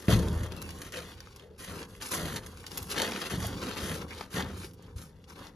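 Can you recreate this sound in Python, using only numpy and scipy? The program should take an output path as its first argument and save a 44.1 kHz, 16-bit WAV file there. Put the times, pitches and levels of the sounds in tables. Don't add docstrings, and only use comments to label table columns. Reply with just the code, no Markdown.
import sys
import numpy as np
from scipy import signal
from scipy.fft import rfft, irfft, next_fast_len
from scipy.io import wavfile

SR = 44100
rng = np.random.default_rng(int(sys.argv[2]) if len(sys.argv) > 2 else 0)


def unload_wav(signal):
    wavfile.write(
        sys.argv[1],
        SR,
        np.round(np.clip(np.atleast_2d(signal).T, -1, 1) * 32767).astype(np.int16),
    )


N = 244755
TIME = np.arange(N) / SR

# (start [s], length [s], crinkle [dB], swell over the move [dB],
# sheen [dB re crinkle], rub [dB re crinkle], drag drive [dB re crinkle])
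MOVES = [(-0.03, 0.14, -54, -3.5, 2, 5.5, 10), (0.078, 0.054, -34.5, 3.5, -4.5, -2, 18),
         (0.134, 0.071, -54, 4.5, -7, 8, 10), (0.202, 0.26, -50, -2.5, -2.5, 8, 0),
         (0.497, 0.15, -52, -2.5, -9, 6, 14), (0.627, 0.25, -54, 3.5, -3.5, 1, 7),
         (0.922, 0.1, -42, -6.5, -6, -0.5, 6.5), (1.028, 0.1, -50.5, -1, -7.5, -1.5, -2),
         (1.158, 0.28, -56.5, -4, -12, -5, -11), (1.576, 0.084, -49, -1.5, 0, -3.5, -3),
         (1.67, 0.15, -44.5, -2.5, -7, 0, 4.5), (1.869, 0.11, -59, 0, -2, -2, 12.5),
         (1.999, 0.092, -45, -1, -0.5, -3.5, -12), (2.105, 0.052, -33.5, -4.5, 3, -0.5, -13),
         (2.151, 0.22, -40.5, -4, -3.5, 2, 11), (2.411, 0.48, -54.5, -5, -4.5, 1.5, 7),
         (2.703, 0.2, -48.5, -5.5, 1, -0.5, 11.5), (2.889, 0.042, -34.5, -4.5, -2, -4.5, 3),
         (2.949, 0.083, -37.5, 4, -9.5, 1, -6), (3.035, 0.24, -41.5, 0.5, -8, -1, -20),
         (3.294, 0.098, -36, -11.5, -5, 4, 12), (3.387, 0.065, -46, 6.5, -2.5, -1.5, -4),
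         (3.466, 0.14, -46, 2.5, -13, 0.5, 1), (3.607, 0.19, -39, -7.5, -10.5, 1, -1),
         (3.748, 0.2, -44, 3.5, -3, 1.5, 6.5), (3.951, 0.063, -54, 7.5, -9, 4, 13),
         (4.072, 0.16, -51, 2.5, -9, -0.5, 1.5), (4.293, 0.048, -58, 18, -3, -9, -20),
         (4.345, 0.041, -39, 5, -11.5, 0, -4), (4.41, 0.15, -52.5, 0, -10.5, 5.5, 10),
         (4.552, 0.096, -53, 6, -2.5, -18, 5), (4.733, 0.16, -73, 12.5, -14, 2, 16),
         (4.954, 0.079, -56.5, 1.5, 2, -1.5, 4), (5.272, 0.039, -54.5, 4, -6.5, -6.5, 10),
         (5.345, 0.11, -54.5, 4.5, -10, 1.5, -7)]
# (frequency [Hz], relative density [dB])
AIR_SPECTRUM = [(20, 14), (70, 16), (170, 4.5), (300, -13), (480, 6.5), (700, -21), (1500, -15),
                (4000, -40), (15000, -40)]
CRINKLE_SPECTRUM = [(300, -13), (900, 1), (1300, 0.5), (1900, 2.5), (2300, -2), (3100, 1.95), (4400, -0.5),
                    (5300, -6.5), (7500, -9), (10000, -16), (15000, -19)]
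SHEEN_SPECTRUM = [(2000, -32), (5000, -2), (8000, -1), (10500, 0.5), (12500, -5), (13800, -13.5),
                  (15500, -26)]
RUB_SPECTRUM = [(100, -9), (220, 0.5), (400, -1), (520, -1), (620, -13), (950, -7.5), (1300, -9),
                (2200, -21.5), (5000, -54.5)]
RUMBLE_SPECTRUM = [(20, -38), (42, 9), (65, 0.5), (85, 5), (110, -3), (135, -0.5), (180, 3), (230, -6.5),
                   (350, -14), (800, -59.5)]
SNAP_SPECTRUM = [(150, -31), (500, 0), (1800, 8), (2400, 3), (3500, 6.5), (7000, 6), (12000, 9.5),
                 (16000, 7)]
# (frequency [Hz], gain [dB], T60 [s])
PANEL_MODES = [(46.3, -29, 0.4), (80.2, -8, 1.35), (95, -14.5, 1.5), (108.9, -3.5, 0.73), (168.6, -18, 1.1),
               (188.2, -7.5, 0.86), (254, -13.5, 1.1), (274.7, -15, 1.4), (335, -11.5, 0.8),
               (376, -20, 0.55), (407.3, -6.5, 0.54), (436.5, -11.5, 0.67), (469, -7, 0.33),
               (517, -9, 0.53), (609, -22, 1.6), (676, -19, 0.47), (920, -12, 0.24)]
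# (start [s], end [s], pitch [Hz], width [Hz], mid-scrape level [dB])
SCRAPES = [(0.079, 0.121, 380, 316, -27), (0.526, 0.772, 2680, 115, -56), (0.922, 0.992, 2630, 395, -48),
           (0.915, 1.05, 502, 200, -47), (1.35, 1.6, 427, 147, -54), (1.673, 1.862, 388, 260, -50),
           (2.11, 2.31, 480, 380, -45), (2.117, 2.268, 1040, 600, -47), (2.918, 3.101, 375, 259, -38.5),
           (3.441, 3.453, 685, 160, -35.5), (3.79, 3.949, 407, 260, -43.5), (4.102, 4.142, 1860, 704, -43),
           (4.383, 4.426, 1340, 920, -36), (4.63, 4.656, 337, 118, -44.5)]
# (time [s], peak [dB], brightness [dB])
SNAPS = [(0.082, -20.5, -22), (0.19, -27, -11), (0.284, -30.5, -14), (0.433, -31.5, -9), (0.52, -33, -15),
         (0.565, -34, -6), (0.618, -29, -6), (0.691, -29.5, -16), (0.706, -30, -9), (0.817, -27, -11),
         (0.922, -32.5, -10), (1.204, -32.5, -14.5), (1.361, -36, -11), (1.816, -36, -22),
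         (1.829, -28, -21.5), (2.022, -26, -14), (2.116, -27, -3), (2.36, -21.5, -11), (2.463, -29.5, -10),
         (2.573, -36.5, -13), (2.641, -34.5, -36), (2.665, -29.5, -11), (2.717, -27.5, -12),
         (2.774, -22, -2), (2.827, -28.5, 0), (2.945, -26.5, -26), (2.979, -18.5, -20), (3.000, -17, -17),
         (3.018, -17, -11), (3.076, -25.5, -20), (3.119, -27, -23), (3.426, -27, -15), (3.468, -22.5, 0),
         (4.017, -34, -16), (4.209, -30.5, -20), (4.424, -25.5, -21), (4.735, -44, -2), (4.825, -43.5, -10),
         (5.241, -42.5, -15), (5.468, -36.5, -16)]
# (time [s], thud drive [dB], contact
# [s], panel push [dB])
BUMPS = [(0.083, -9.5, 0.0035, -22), (0.126, -6.5, 0.0079, -21), (0.191, -16.5, 0.012, -32),
         (0.217, -32, 0.0026, -34), (0.283, -27, 0.0042, -42), (0.320, -21, 0.011, -36),
         (0.354, -14.5, 0.018, -44), (0.403, -15.5, 0.015, -43), (1.158, -38.5, 0.012, -59),
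         (1.682, -52, 0.0064, -38), (2.115, -35, 0.0024, -54), (2.236, -43, 0.0037, -47),
         (3.324, -29, 0.0025, -37.5), (3.337, -23.5, 0.0044, -39), (3.381, -25.5, 0.0056, -34.5),
         (3.421, -24.5, 0.0098, -48), (3.458, -28, 0.0096, -40), (3.555, -31, 0.0063, -51),
         (3.629, -32, 0.0015, -38.5), (3.823, -22, 0.013, -42), (3.85, -29, 0.0036, -43.5),
         (4.012, -35, 0.0079, -45), (4.209, -31.5, 0.00087, -63), (4.342, -28.5, 0.0054, -43),
         (4.367, -29, 0.003, -41), (4.383, -25, 0.0026, -33.5), (4.434, -26.5, 0.0054, -36.5),
         (4.795, -39.5, 0.0011, -57), (4.954, -19.5, 0.016, -39)]
# (frequency [Hz], width [Hz], gain [dB])
FLOOR_MODES = [(81, 2.3, 2.5), (110.5, 8.9, 12), (183, 20.4, 9), (400, 80, 6.5)]
# (time [s], peak [dB], pitch [Hz])
TICKS = [(0.939, -30.5, 2680), (1.003, -40, 3830), (1.021, -35.5, 3140), (1.272, -38, 1280),
         (1.396, -36.5, 3000), (1.951, -39, 1660), (2.324, -28, 1410), (3.12, -26, 2660),
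         (3.161, -23, 1600), (4.108, -34.5, 1600), (4.21, -25.5, 830)]
# (frequency [Hz], direct share of power [0-1], left minus right [dB])
PORTS = [(60, 0.96, 1.5), (245, 0.98, -0.5), (710, 0.81, 3), (1480, 0.75, 2), (2450, 0.62, -0.5),
         (3650, 0.46, 2.5), (5400, 0.67, 2), (6970, 1, 1), (8400, 1, -3), (10500, 0.8, 1), (14900, 1, -1)]
# (frequency [Hz], left lead [rad])
PORT_LEAD = [(1600, 0), (2300, .7), (3100, 1.1), (3700, -.7), (4800, .3), (6400, -.6), (8200, -3.14),
             (9800, -4.7), (11000, -6.28), (12500, -6.4), (14000, -9.42)]

SKIN = dict(attack_s=0.013, release_db_per_s=300, rest_db=-72.5)
SHEEN = dict(attack_s=0.019, release_db_per_s=277, rest_db=-80)
CONTENTS = dict(attack_s=0.02, release_db_per_s=166, rest_db=-68)
WEIGHT = dict(attack_s=0.071, release_db_per_s=144, rest_db=-52)


def from_db(db):
    return 10 ** (np.asarray(db) / 20)


def unit_rms(x):
    return x / np.sqrt(np.mean(x ** 2) + 1e-20)


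def highpass(x, hz):
    return signal.sosfilt(signal.butter(2, hz, "high", fs=SR, output="sos"), x)


def at_hz(rows, hz):
    points, *columns = np.transpose(rows)
    return [np.interp(np.log(hz + 1), np.log(points), c) for c in columns]


def drift(turns_per_s):
    knots = rng.standard_normal(N // 10)
    return np.interp(TIME * turns_per_s, np.arange(len(knots)), knots)


def colour(x, spectrum, size=8192):
    level_db, = at_hz(spectrum, np.fft.rfftfreq(size, 1 / SR))
    cepstrum = irfft(np.log(from_db(level_db)))
    cepstrum[1:size // 2] *= 2
    cepstrum[size // 2 + 1:] = 0
    response = irfft(np.exp(rfft(cepstrum)))
    return signal.fftconvolve(x, response / np.linalg.norm(response))[:N]


def resonance(x, hz, width_hz):
    r = np.exp(-np.pi * width_hz / SR)
    return signal.lfilter([1 - r, 0, r - 1], [1, -2 * r * np.cos(2 * np.pi * hz / SR), r * r], x)


def decay(x, t60_s):
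    return signal.lfilter([1], [1, -from_db(-60 / (t60_s * SR))], x)


def dying_noise(t60_s):
    tail = rng.standard_normal(SR) * from_db(-60 * TIME[:SR] / t60_s)
    return tail / np.linalg.norm(tail)


def grains(per_s, spread_db, clump_db, clumps_per_s):
    sizes = from_db(spread_db * np.minimum(rng.exponential(1, N), 4)) * rng.choice([-1, 1], N)
    hits = rng.random(N) < per_s / SR
    return unit_rms(sizes * hits * from_db(clump_db * drift(clumps_per_s)))


def effort(levels_db, attack_s, release_db_per_s, rest_db):
    power = np.full(N, from_db(rest_db) ** 2)
    for (start_s, length_s, _, swell_db, *_), level_db in zip(MOVES, levels_db):
        span = slice(max(round(start_s * SR), 0), round((start_s + length_s + 0.5) * SR))
        age_s = TIME[span] - start_s
        onset = np.clip(age_s / (attack_s + 0.031 * length_s), 0, 1)
        shape_db = swell_db * np.minimum(age_s / length_s, 1)
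        shape_db -= release_db_per_s * np.maximum(age_s - length_s, 0)
        power[span] += (onset * from_db(level_db + shape_db)) ** 2
    return np.sqrt(power)


def campsite_air(level_db=-54.5):
    return from_db(level_db) * colour(rng.standard_normal(N), AIR_SPECTRUM)


def buckling(per_s, t60_s, depth):
    folds = (rng.random(N) < per_s / SR) * np.minimum(rng.exponential(1, N), 3)
    return unit_rms(1 + depth * decay(folds, t60_s))


def fold_colours(x, spread_db=3, folds_per_s=55):
    out, rest = np.zeros(N), x
    for edge_hz in np.geomspace(900, 6500, 6):
        band = signal.sosfiltfilt(signal.butter(2, edge_hz, fs=SR, output="sos"), rest)
        out += band * unit_rms(from_db(spread_db * drift(folds_per_s)))
        rest = rest - band
    return out + rest


def fabric():
    _, _, crinkle_db, _, sheen_db, rub_db, _ = np.transpose(MOVES)
    folding = effort(crinkle_db, **SKIN)
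    sliding = effort(crinkle_db + sheen_db, **SHEEN)
    shifting = effort(crinkle_db + rub_db, **CONTENTS)
    surge = buckling(per_s=140, t60_s=0.024, depth=0.36)
    buckles = surge * folding * grains(per_s=3000, spread_db=2, clump_db=1.5, clumps_per_s=200)
    slips = surge * sliding * grains(per_s=12000, spread_db=1, clump_db=1.5, clumps_per_s=86)
    rubs = shifting * grains(per_s=2500, spread_db=3, clump_db=2, clumps_per_s=77)
    crinkle = fold_colours(colour(buckles, CRINKLE_SPECTRUM))
    return crinkle + colour(slips, SHEEN_SPECTRUM) + colour(rubs, RUB_SPECTRUM)


def dragging(rumble_db=-7, panels_db=-46.5, settle_db=-2, settle_db_per_s=55):
    weight_db = [crinkle_db + drag_db for _, _, crinkle_db, *_, drag_db in MOVES]
    power = effort(weight_db, **WEIGHT) ** 2
    for time_s, _, _, push_db in BUMPS:
        span = slice(round(time_s * SR), round((time_s + 1) * SR))
        power[span] += from_db(push_db + settle_db - settle_db_per_s * (TIME[span] - time_s)) ** 2
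    slips = np.sqrt(power) * grains(per_s=1500, spread_db=1.5, clump_db=-1, clumps_per_s=16)
    return from_db(rumble_db) * colour(slips, RUMBLE_SPECTRUM) + from_db(panels_db) * panels(slips)


def panels(force, detune_share=0.02, detunes_per_s=28):
    out = np.zeros(N)
    warp_s = np.cumsum(detune_share * drift(detunes_per_s)) / SR
    for k, (hz, gain_db, t60_s) in enumerate(PANEL_MODES):
        phasor = np.exp(2j * np.pi * hz * (TIME + (-1) ** k * warp_s))
        amplitude = decay(force * phasor.conj() + 1e-18, t60_s)
        out += from_db(gain_db) * (amplitude * phasor).imag
    return out


def scrapes():
    out = np.zeros(N)
    for start_s, end_s, hz, width_hz, level_db in SCRAPES:
        span = slice(round(start_s * SR), round(end_s * SR))
        rasp = resonance(resonance(rng.standard_normal(SR), hz, width_hz), hz, width_hz)
        rasp = unit_rms(rasp[-len(out[span]):])
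        out[span] += from_db(level_db) * rasp * np.sin(np.linspace(0, np.pi, len(rasp)))
    return out


def snaps(crackle_t60_s=0.057, crack_t60_s=0.0096, crack_db=-1.5):
    out, age_s = np.zeros(N), TIME[:SR // 14]
    crackle = colour(grains(per_s=20000, spread_db=2, clump_db=4.5, clumps_per_s=850), SNAP_SPECTRUM)
    envelope = from_db(-60 * age_s / crackle_t60_s) + from_db(crack_db - 60 * age_s / crack_t60_s)
    for time_s, peak_db, brightness_db in SNAPS:
        at = round(time_s * SR)
        top_hz = np.clip(18000 * from_db(0.64 * brightness_db), 1500, 18000)
        muffle = signal.butter(2, [top_hz / 14, top_hz], "band", fs=SR, output="sos")
        burst = signal.sosfilt(muffle, crackle[at:at + len(age_s)] * envelope)
        out[at:at + len(age_s)] += from_db(peak_db) * burst / np.abs(burst).max()
    return out


def bumps(thud_gain_db=-3.5, wash_gain_db=30, wash_from_hz=430, wash_t60_s=0.77):
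    force, thud = np.zeros((2, N))
    for time_s, thud_db, contact_s, push_db in BUMPS:
        push = np.sin(np.pi * np.clip((TIME - time_s) / contact_s, 0, 1)) ** 2
        force += from_db(push_db) * push / push.sum()
        thud += from_db(thud_db) * push
    thud = highpass(thud + 1e-18, hz=45)
    boom = sum(from_db(gain_db) * resonance(thud, hz, width_hz) for hz, width_hz, gain_db in FLOOR_MODES)
    wash = signal.fftconvolve(force, dying_noise(wash_t60_s))[:N]
    wash = highpass(colour(wash, RUB_SPECTRUM), wash_from_hz)
    return panels(force) + boom + from_db(thud_gain_db) * thud + from_db(wash_gain_db) * wash


def ticks(t60_s=0.013, width_share=0.34, strays_per_s=34, low_hz=856, high_hz=5260):
    out, age_s = np.zeros(N), TIME[:SR // 20]
    folding = effort([crinkle_db for _, _, crinkle_db, *_ in MOVES], **SKIN)
    rattle = rng.standard_normal(N)
    stray_starts = np.flatnonzero(rng.random(N)[:-len(age_s)] < strays_per_s / SR)
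    stray_hz = low_hz * (high_hz / low_hz) ** rng.random(N)
    stray_peak = folding * from_db(6.5 - rng.uniform(-0.55, 0.5, N))
    clear = [(round(time_s * SR), from_db(peak_db), hz) for time_s, peak_db, hz in TICKS]
    strays = [(at, stray_peak[at], stray_hz[at]) for at in stray_starts]
    envelope = from_db(-60 * age_s / t60_s)
    for at, peak, hz in clear + strays:
        tick = resonance(rattle[at:at + len(age_s)] * envelope, hz, width_share * hz)
        out[at:at + len(age_s)] += peak * tick / np.abs(tick).max()
    return out


def ports(x, box_t60_s=0.027, shifts_per_s=12, patterns=6):
    size = next_fast_len(N + SR)
    hz = np.fft.rfftfreq(size, 1 / SR)
    direct_share, balance_db = at_hz(PORTS, hz)
    direct_share = np.clip(direct_share, 0, 0.999)
    lead_rad, = at_hz(PORT_LEAD, hz)
    weights = np.array([drift(shifts_per_s) for _ in range(patterns)])
    folds = rfft(x * weights / np.linalg.norm(weights, axis=0), size)
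    spectrum, out = rfft(x, size), []
    for side in (1, -1):
        direct = np.exp(0.5j * side * lead_rad) * spectrum
        walls = sum(fold * rfft(dying_noise(box_t60_s), size) for fold in folds)
        heard = np.sqrt(direct_share) * direct + np.sqrt(1 - direct_share) * walls
        out.append(irfft(heard * from_db(side * balance_db / 2), size)[:N])
    return np.array(out)


def scene():
    creases = snaps()
    bags = fabric() + dragging() + bumps() + scrapes() + creases + ticks()
    return ports(bags + campsite_air())


def record(dry):
    top_cut = signal.ellip(10, 0.2, 80, 15700, fs=SR, output="sos")
    return signal.sosfilt(top_cut, highpass(dry, hz=55.3))


dry = scene()
out = record(dry)
unload_wav(out)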